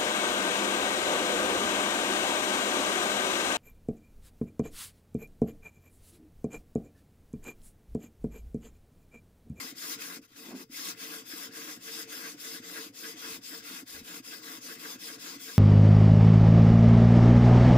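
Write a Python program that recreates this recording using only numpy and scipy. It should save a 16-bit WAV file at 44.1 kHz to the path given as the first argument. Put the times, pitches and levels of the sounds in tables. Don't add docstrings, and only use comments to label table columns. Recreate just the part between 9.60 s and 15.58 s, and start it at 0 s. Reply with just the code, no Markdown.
import sys
import numpy as np
from scipy import signal
from scipy.fft import rfft, irfft, next_fast_len
from scipy.io import wavfile
from scipy.ndimage import uniform_filter1d, map_coordinates

SR = 44100
rng = np.random.default_rng(int(sys.argv[2]) if len(sys.argv) > 2 else 0)


def int16_out(signal):
    q = np.round(np.clip(np.atleast_2d(signal).T, -1, 1) * 32767)
    wavfile.write(sys.argv[1], SR, q.astype(np.int16))


N = 263718


def amp(db):
    return 10 ** (np.asarray(db) / 20)


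def unit(x):
    return x / np.sqrt(np.mean(x ** 2) + 1e-20)


def along(points, hz, axis=1):
    table = np.transpose(points)
    return np.interp(np.log(hz + 1), np.log(table[0]), table[axis])


def clock():
    return np.arange(N) / SR


def wobble(rate):
    knots = rng.standard_normal(int(N * rate / SR) + 4)
    return map_coordinates(knots, [clock() * rate])


def swell(s, half):
    return np.exp(-.5 * ((clock() - s) / half) ** 2)


def filtered(x, response):
    m = next_fast_len(N + SR // 4)
    spectrum = rfft(x, m) * response(np.fft.rfftfreq(m, 1 / SR))
    return irfft(spectrum, m)[..., :N]


def above(hz, edge_hz, order=8):
    return 1 / np.sqrt(1 + (edge_hz / (hz + 1)) ** (2 * order))


def below(hz, edge_hz, order=8):
    return 1 / np.sqrt(1 + (hz / edge_hz) ** (2 * order))


def mode(hz, centre, width):
    return (1j * hz * width / (centre ** 2 - hz ** 2 + 1j * hz * width)) ** 2


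# (f/Hz, likeness/0-1, phase by which left leads/rad)
MIC_PORTS = [(104, 0.99, 0), (340, 0.95, -0.2), (640, 0.88, 0.69), (1370, 0.81, 2.5), (1414, 0.63, 1),
             (1875, 0.3, 1), (2490, 0.68, 1), (2990, 0.15, 1.3), (3900, 0.2, 1), (4740, 0.6, 1),
             (5830, 0.32, 3), (12030, 0.15, 4), (14360, 0, -19)]


def rush(response, patchy_db):
    z = signal.stft(rng.standard_normal((2, N)), nperseg=512)[2]
    field = uniform_filter1d(rng.standard_normal(z.shape[1:]), size=5, axis=0)
    field = uniform_filter1d(field, size=9, axis=1)
    shared, opposed = signal.istft(z * amp(patchy_db * unit(field)), nperseg=512)[1][:, :N]
    sides = np.array([[1], [-1]])

    def spread(hz):
        return np.arccos(np.clip(along(MIC_PORTS, hz), 0, 1)) / 2

    def heard(hz):
        return response(hz) * np.exp(.5j * sides * along(MIC_PORTS, hz, axis=2))

    middle = filtered(shared, lambda hz: np.cos(spread(hz)))
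    side = filtered(opposed, lambda hz: np.sin(spread(hz)))
    return unit(filtered(middle + sides * side, heard))


# (f/Hz, relative level/dB)
ROOM_AIR = [(20, -2), (45, -11.5), (100, 0), (300, -6), (1000, -39), (5000, -51), (15000, -42)]


def room():
    return amp(-75) * rush(lambda hz: amp(along(ROOM_AIR, hz)), patchy_db=.5)


def walls(x, echo_db, count=12):
    delays_s = rng.uniform(0.001005, .016, (count, 2, 1))
    signs = rng.choice([-1, 1], (count, 2, 1))

    def echoes(hz):
        total = sum(g * np.exp(-2j * np.pi * hz * d) for g, d in zip(signs, delays_s))
        return amp(echo_db) * above(hz, 1370, order=2) * total / np.sqrt(count)

    return filtered(x, echoes)


# (f/Hz, relative level/dB)
SKIN_COLOUR = [(60, -45), (170, -8), (255, 8.5), (320, 1), (400, -4), (520, -32), (900, -40)]
# (t/s, spread/s, level/dB)
TABLE_SHIFTS = [(3.723, 0.042, -69), (4.382, 0.042, -61)]
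SKID = (.927, .011, -49)
SLIDE_PEAK_S, SLIDE_END_S, SLIDE_STOP_S, SLIDE_DB = .95, 1.045, .006, -41
SLIDE_RISE_DB_PER_S, SLIDE_FALL_DB_PER_S = 155, 133
RASP_DB = -15


def handling():
    judder_db = 2.0 * wobble(100)
    since = clock() - SLIDE_PEAK_S
    moving = .5 - .5 * np.tanh((clock() - SLIDE_END_S) / SLIDE_STOP_S)
    press_db = np.minimum(SLIDE_RISE_DB_PER_S * since, -SLIDE_FALL_DB_PER_S * since)
    slide = moving * amp(SLIDE_DB + press_db + judder_db)
    rubbing = slide * rush(lambda hz: amp(along(SKIN_COLOUR, hz)), patchy_db=1)

    def dry_skin(hz):
        return above(hz, 400, order=3) * below(hz, 1150, order=10) * below(hz, 900, order=1)

    skin = rush(dry_skin, patchy_db=2)
    skin = unit(skin[0] + .5 * skin[::-1])
    skid_s, skid_half, skid_db = SKID
    skid = amp(skid_db + judder_db) * swell(skid_s, skid_half)
    rasp = (amp(RASP_DB) * slide + skid) * skin
    thud = rush(lambda hz: above(hz, 30, order=2) * below(hz, 130, order=2), patchy_db=1)
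    bumps = thud * sum(amp(db) * swell(s, half) for s, half, db in TABLE_SHIFTS)
    return rubbing + rasp + bumps


# (f/Hz, width/Hz, relative level/dB)
WOOD_MODES = [(175.6, 13.5, -1.5), (272, 43, 2), (329, 30.2, 1.5), (449.2, 12.6, 0.5), (544, 49, -10),
              (714, 35, -9.5)]


def wood(hz):
    total = 0
    for k, (centre, width, db) in enumerate(WOOD_MODES):
        resonance = 1j * hz * width / (centre * centre - hz * hz + 1j * hz * width)
        total = total + (-1) ** k * amp(db) * resonance
    return total


# (t/s, relative level/dB)
JIG_JOLTS = [(0.045, -33), (0.569, -33.5), (0.609, -44), (0.625, -45), (1.097, -37), (1.734, -32),
             (4.108, -34)]
KNOCK_LEAD_S = {"pull": 0.0118, "push": 0.02053}


def knocks():
    t = np.arange(SR // 10) / SR
    blows = np.zeros(N + SR)
    hits = list(JIG_JOLTS)
    for (_, direction, *_, db), end in zip(STROKE_PARTS, bounds()[1:]):
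        hits.append((end - KNOCK_LEAD_S[direction], db))
    rise = (t / 0.0017) ** 2
    envelope = rise / (1 + rise) * np.exp(-(t / 0.017) ** 2)
    for (s, db), chance in zip(hits, rng.standard_normal((len(hits), 1))):
        pitch_hz = 272 * (1 + 0.043 * chance)
        blows[round(s * SR):][:len(t)] += amp(db) * envelope * np.sin(2 * np.pi * pitch_hz * t)
    blows = blows[:N]
    return amp(-6.0) * blows + amp(-13.5) * filtered(blows, wood)


GROAN_FULL_DB = -44.5


def groan():
    starting = sum(amp(min(db, GROAN_FULL_DB)) * swell(s, 0.017) for s, _, db, *_ in STROKE_PARTS)
    pitch_hz = 122 * (1 + 0.064 * wobble(40))
    note = np.sin(2 * np.pi * np.cumsum(pitch_hz) / SR)
    return starting * amp(-18.5 + 0.85 * wobble(12)) * note


# (f/Hz, left relative level/dB, right relative level/dB)
GRIT_COLOUR = [(780, -14, -15), (990, -7.5, -11), (2200, -6.5, -10), (2850, -8, -10.5), (3450, -1, -3),
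               (3850, -4, -6), (6600, -2, -4), (8100, -3.5, -9.5), (9160, -10, -7.5), (9370, -1.5, -9),
               (10100, -8.5, -11), (12700, -4.5, -12.5), (13650, -2, -13), (16700, -12.5, -10.5)]
# (f/Hz, width/Hz, left lift/dB, right lift/dB)
IRON_RINGS = [(1037, 25, 4, 0), (1114, 75, 8, 4), (1259, 75, 3, 0), (1396, 163, 7, 8), (1627, 118, 8, 7),
              (1904, 75, 6, 0), (2008, 78, 9, 5), (2139, 55, 6, 3), (2620, 300, 2, 7), (3662, 122, 0, 3),
              (4728, 21, 7, 2), (4898, 342, 6, 0), (5242, 235, 4, 3), (10054, 489, 3, 8),
              (15146, 300, 7, 0)]


def steel(hz):
    db = np.array([along(GRIT_COLOUR, hz), along(GRIT_COLOUR, hz, axis=2)])
    for centre, width, left_db, right_db in IRON_RINGS:
        db = db + np.outer([left_db, right_db], 1 / (1 + (2 * (hz - centre) / width) ** 2))
    return amp(db)


# (t/s, place/share of a pull)
ROUGH_SPOT = [(0.25, 0.43), (1.2, 0.41), (1.6, 0.33), (2.6, 0.35), (2.9, 0.37), (3.45, .58), (4.5, 0.63),
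              (5.5, 0.59), (5.9, 0.5)]
SECOND_SPOT = .41
SECOND_SPOT_DB = {"pull": 0, "push": -1}


def catches():
    found = []
    for (start, direction, *_, catch_db, _), length in zip(STROKE_PARTS, np.diff(bounds())):
        spot = np.interp(start + length / 2, *np.transpose(ROUGH_SPOT))
        for place, extra_db in (spot, 0), (spot + SECOND_SPOT, SECOND_SPOT_DB[direction]):
            way = place if direction == "pull" else 1 - place
            if 0 < way < 1:
                speed_db = 20 * np.log10(np.sin(np.pi * way))
                found.append((start + way * length, catch_db + extra_db + speed_db))
    return found


# (f/Hz, width/Hz)
HOLDER, PLANK = (1610, 150), (450, 26)
CATCH_S = 0.016
PLANK_LAG_S, PLANK_S, PLANK_DB = 0.032, 0.038, -3


def chatter():
    grip = sum(amp(db) * swell(s, CATCH_S) for s, db in catches())
    after = sum(amp(db + PLANK_DB) * swell(s + PLANK_LAG_S, PLANK_S) for s, db in catches())
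    holder = rush(lambda hz: mode(hz, *HOLDER), patchy_db=1)
    scrape = rush(lambda hz: steel(hz) * above(hz, 1200) * below(hz, 2300, order=2), patchy_db=1.5)
    shake = rush(lambda hz: mode(hz, 310, 80) + .3 * mode(hz, 600, 200), patchy_db=1)
    plank = rush(lambda hz: mode(hz, *PLANK), patchy_db=1)
    caught = amp(-0.5) * holder + amp(2.5) * scrape + amp(-5) * shake
    return grip * caught + after * amp(-3.5) * plank


LAST_END_S = 6.0


def bounds():
    return np.array([row[0] for row in STROKE_PARTS] + [LAST_END_S])


def motion():
    travel = np.interp(clock(), bounds(), np.arange(len(STROKE_PARTS) + 1))
    way = travel % 1
    return travel, np.sin(np.pi * way), np.abs(np.sin(np.pi * way ** 1.63))


RAMP_SHARE = 0.67


def pressure(travel, level_db, rise_db):
    ends = np.array([-.5, .5])
    places = np.arange(len(STROKE_PARTS))[:, None] + .5 + ends * RAMP_SHARE
    levels = level_db[:, None] + np.outer(rise_db, ends)
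    return np.interp(travel, places.ravel(), levels.ravel())


# (t/s, place/share of a pull)
KEEN_PATCH = [(2.95, 0.783), (3.3, 0.34)]
KEEN_DB, KEEN_WIDTH = 1, 0.075


def keenness(travel):
    row = np.minimum(travel.astype(int), len(STROKE_PARTS) - 1)
    pulling = np.array([part[1] == "pull" for part in STROKE_PARTS])[row]
    place = np.where(pulling, travel % 1, 1 - travel % 1)
    patch = np.interp(clock(), *np.transpose(KEEN_PATCH))
    return KEEN_DB * np.exp(-.5 * ((place - patch) / KEEN_WIDTH) ** 2)


# (start t/s, direction, hiss level/dB, rise of the hiss along the row/dB,
# hiss left at the start level/dB, catch on the rough spot level/dB, closing knock level/dB)
STROKE_PARTS = [(-0.115, "push", -40, -4, -71, -79, -35), (0.144, "pull", -38.3, 5.5, -64, -49, -38),
                (0.376, "push", -42, -5, -52.5, -53.5, -34), (0.611, "push", -59.5, 1, -75.5, -80, -60),
                (0.672, "push", -64, 3, -75, -87, -52), (0.736, "push", -49, 0, -60.5, -79, -58),
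                (0.941, "push", -49.5, 0.5, -59.5, -59.5, -62), (1.052, "push", -73.5, -6, -68, -93, -56),
                (1.082, "pull", -39.5, 7, -76, -53.5, -42), (1.355, "push", -42.5, -0.5, -59, -51.5, -45),
                (1.64, "pull", -41.5, 1.5, -60.5, -50.5, -37), (1.903, "push", -43, 0.5, -59.5, -52, -38.5),
                (2.193, "pull", -41.5, 5.5, -61, -48.5, -45), (2.465, "push", -42.5, -2, -57.5, -48.5, -34),
                (2.764, "pull", -42, 1.5, -59, -49.5, -33),
                (3.011, "push", -43.5, -1.5, -57.5, -46.5, -37.5), (3.32, "pull", -44, 4.5, -70, -47, -38),
                (3.553, "push", -42.5, -1.5, -55.5, -50.5, -36), (3.807, "pull", -44, 1.5, -65, -50, -47),
                (4.017, "push", -43.5, 0.5, -56, -56, -33.5), (4.25, "pull", -45, 2, -70.5, -54.5, -33),
                (4.424, "push", -45, 3, -59, -53.5, -32.5), (4.62, "pull", -45, 2.5, -68, -50, -37.5),
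                (4.81, "push", -44.5, 0, -55.5, -55, -35), (5.001, "pull", -43.5, 0, -59, -50, -39),
                (5.174, "push", -43, 1.5, -53.5, -49, -31.5), (5.378, "pull", -43, 0, -61.5, -50, -36),
                (5.578, "push", -44, 0.5, -57.5, -52.5, -34.5), (5.781, "pull", -44, -2, -57, -50.5, -48)]
COARSE_GRIND = {"pull": (-10.5, 1.8), "push": (-5.5, -1)}
WOOD_RUMBLE = {"pull": (-11, 0.67), "push": (-9, -3.5)}
WOOD_FULL_DB = -43
RING_DB = {"pull": -9, "push": -11.5}


def honing():
    _, directions, level_db, rise_db, start_db, _, _ = map(np.array, zip(*STROKE_PARTS))
    coarse_db, dig_db = np.transpose([COARSE_GRIND[d] for d in directions])
    wood_db, shake_db = np.transpose([WOOD_RUMBLE[d] for d in directions])
    ring_db = np.array([RING_DB[d] for d in directions])
    travel, speed, weight = motion()
    stall_db = np.interp(travel, np.arange(len(start_db)), start_db)
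    bite = np.tanh((speed / 0.38) ** 1.31)
    tremor_db = .65 * wobble(35) + .55 * wobble(150)
    moving_db = pressure(travel, level_db, rise_db) + keenness(travel)
    hiss_db = stall_db + bite * (moving_db - stall_db) + tremor_db

    def iron(hz):
        return above(hz, 5140, order=24) * below(hz, 5030, order=24)

    def hiss_colour(hz):
        return steel(hz) * above(hz, 2090) * below(hz, 8180) * (1 - iron(hz))

    hiss = amp(hiss_db - 3.0 + 0.68 * wobble(25)) * rush(hiss_colour, patchy_db=2.5)
    ring_level = amp(hiss_db + pressure(travel, ring_db, 0))
    ring = ring_level * rush(lambda hz: steel(hz) * iron(hz), patchy_db=3.6)
    fizz_level = amp(hiss_db - 4 - 5.7 * (1 - bite) + 0.21 * wobble(20))
    fizz = fizz_level * rush(lambda hz: steel(hz) * above(hz, 8980), patchy_db=2.5)

    rest_db = stall_db - 2.5
    drive = np.tanh((speed / .45) ** .8)
    digging_db = pressure(travel, level_db + coarse_db, rise_db + dig_db)
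    grind_db = rest_db + drive * (digging_db - rest_db) + tremor_db
    grind_level = amp(grind_db - 2.27 + 1.8 * wobble(120))
    grind = grind_level * rush(lambda hz: steel(hz) * above(hz, 1270) * below(hz, 2940), patchy_db=2.3)
    slack_db = 7 * (1 - weight)
    growl_level = amp(grind_db - 4.0 - slack_db)
    growl = growl_level * rush(lambda hz: steel(hz) * above(hz, 800, order=4) * below(hz, 1270), patchy_db=2.0)

    shaken_db = pressure(travel, np.minimum(level_db, WOOD_FULL_DB) + wood_db, shake_db) - slack_db
    rumble_db = np.minimum(shaken_db, hiss_db + 6.0) + 1.8 * wobble(40)
    rumble = amp(rumble_db + 1.0) * rush(lambda hz: wood(hz) * above(hz, 143, order=3), patchy_db=-0.07)
    return hiss + ring + fizz + grind + growl + rumble


def scene():
    work = handling() + knocks() + groan() + chatter() + honing()
    return room() + walls(work, echo_db=-9.5) + work


TOP_HZ = 15600


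def record(dry):
    return filtered(dry, lambda hz: hz < TOP_HZ)


dry = scene()
out = record(dry)
int16_out(out)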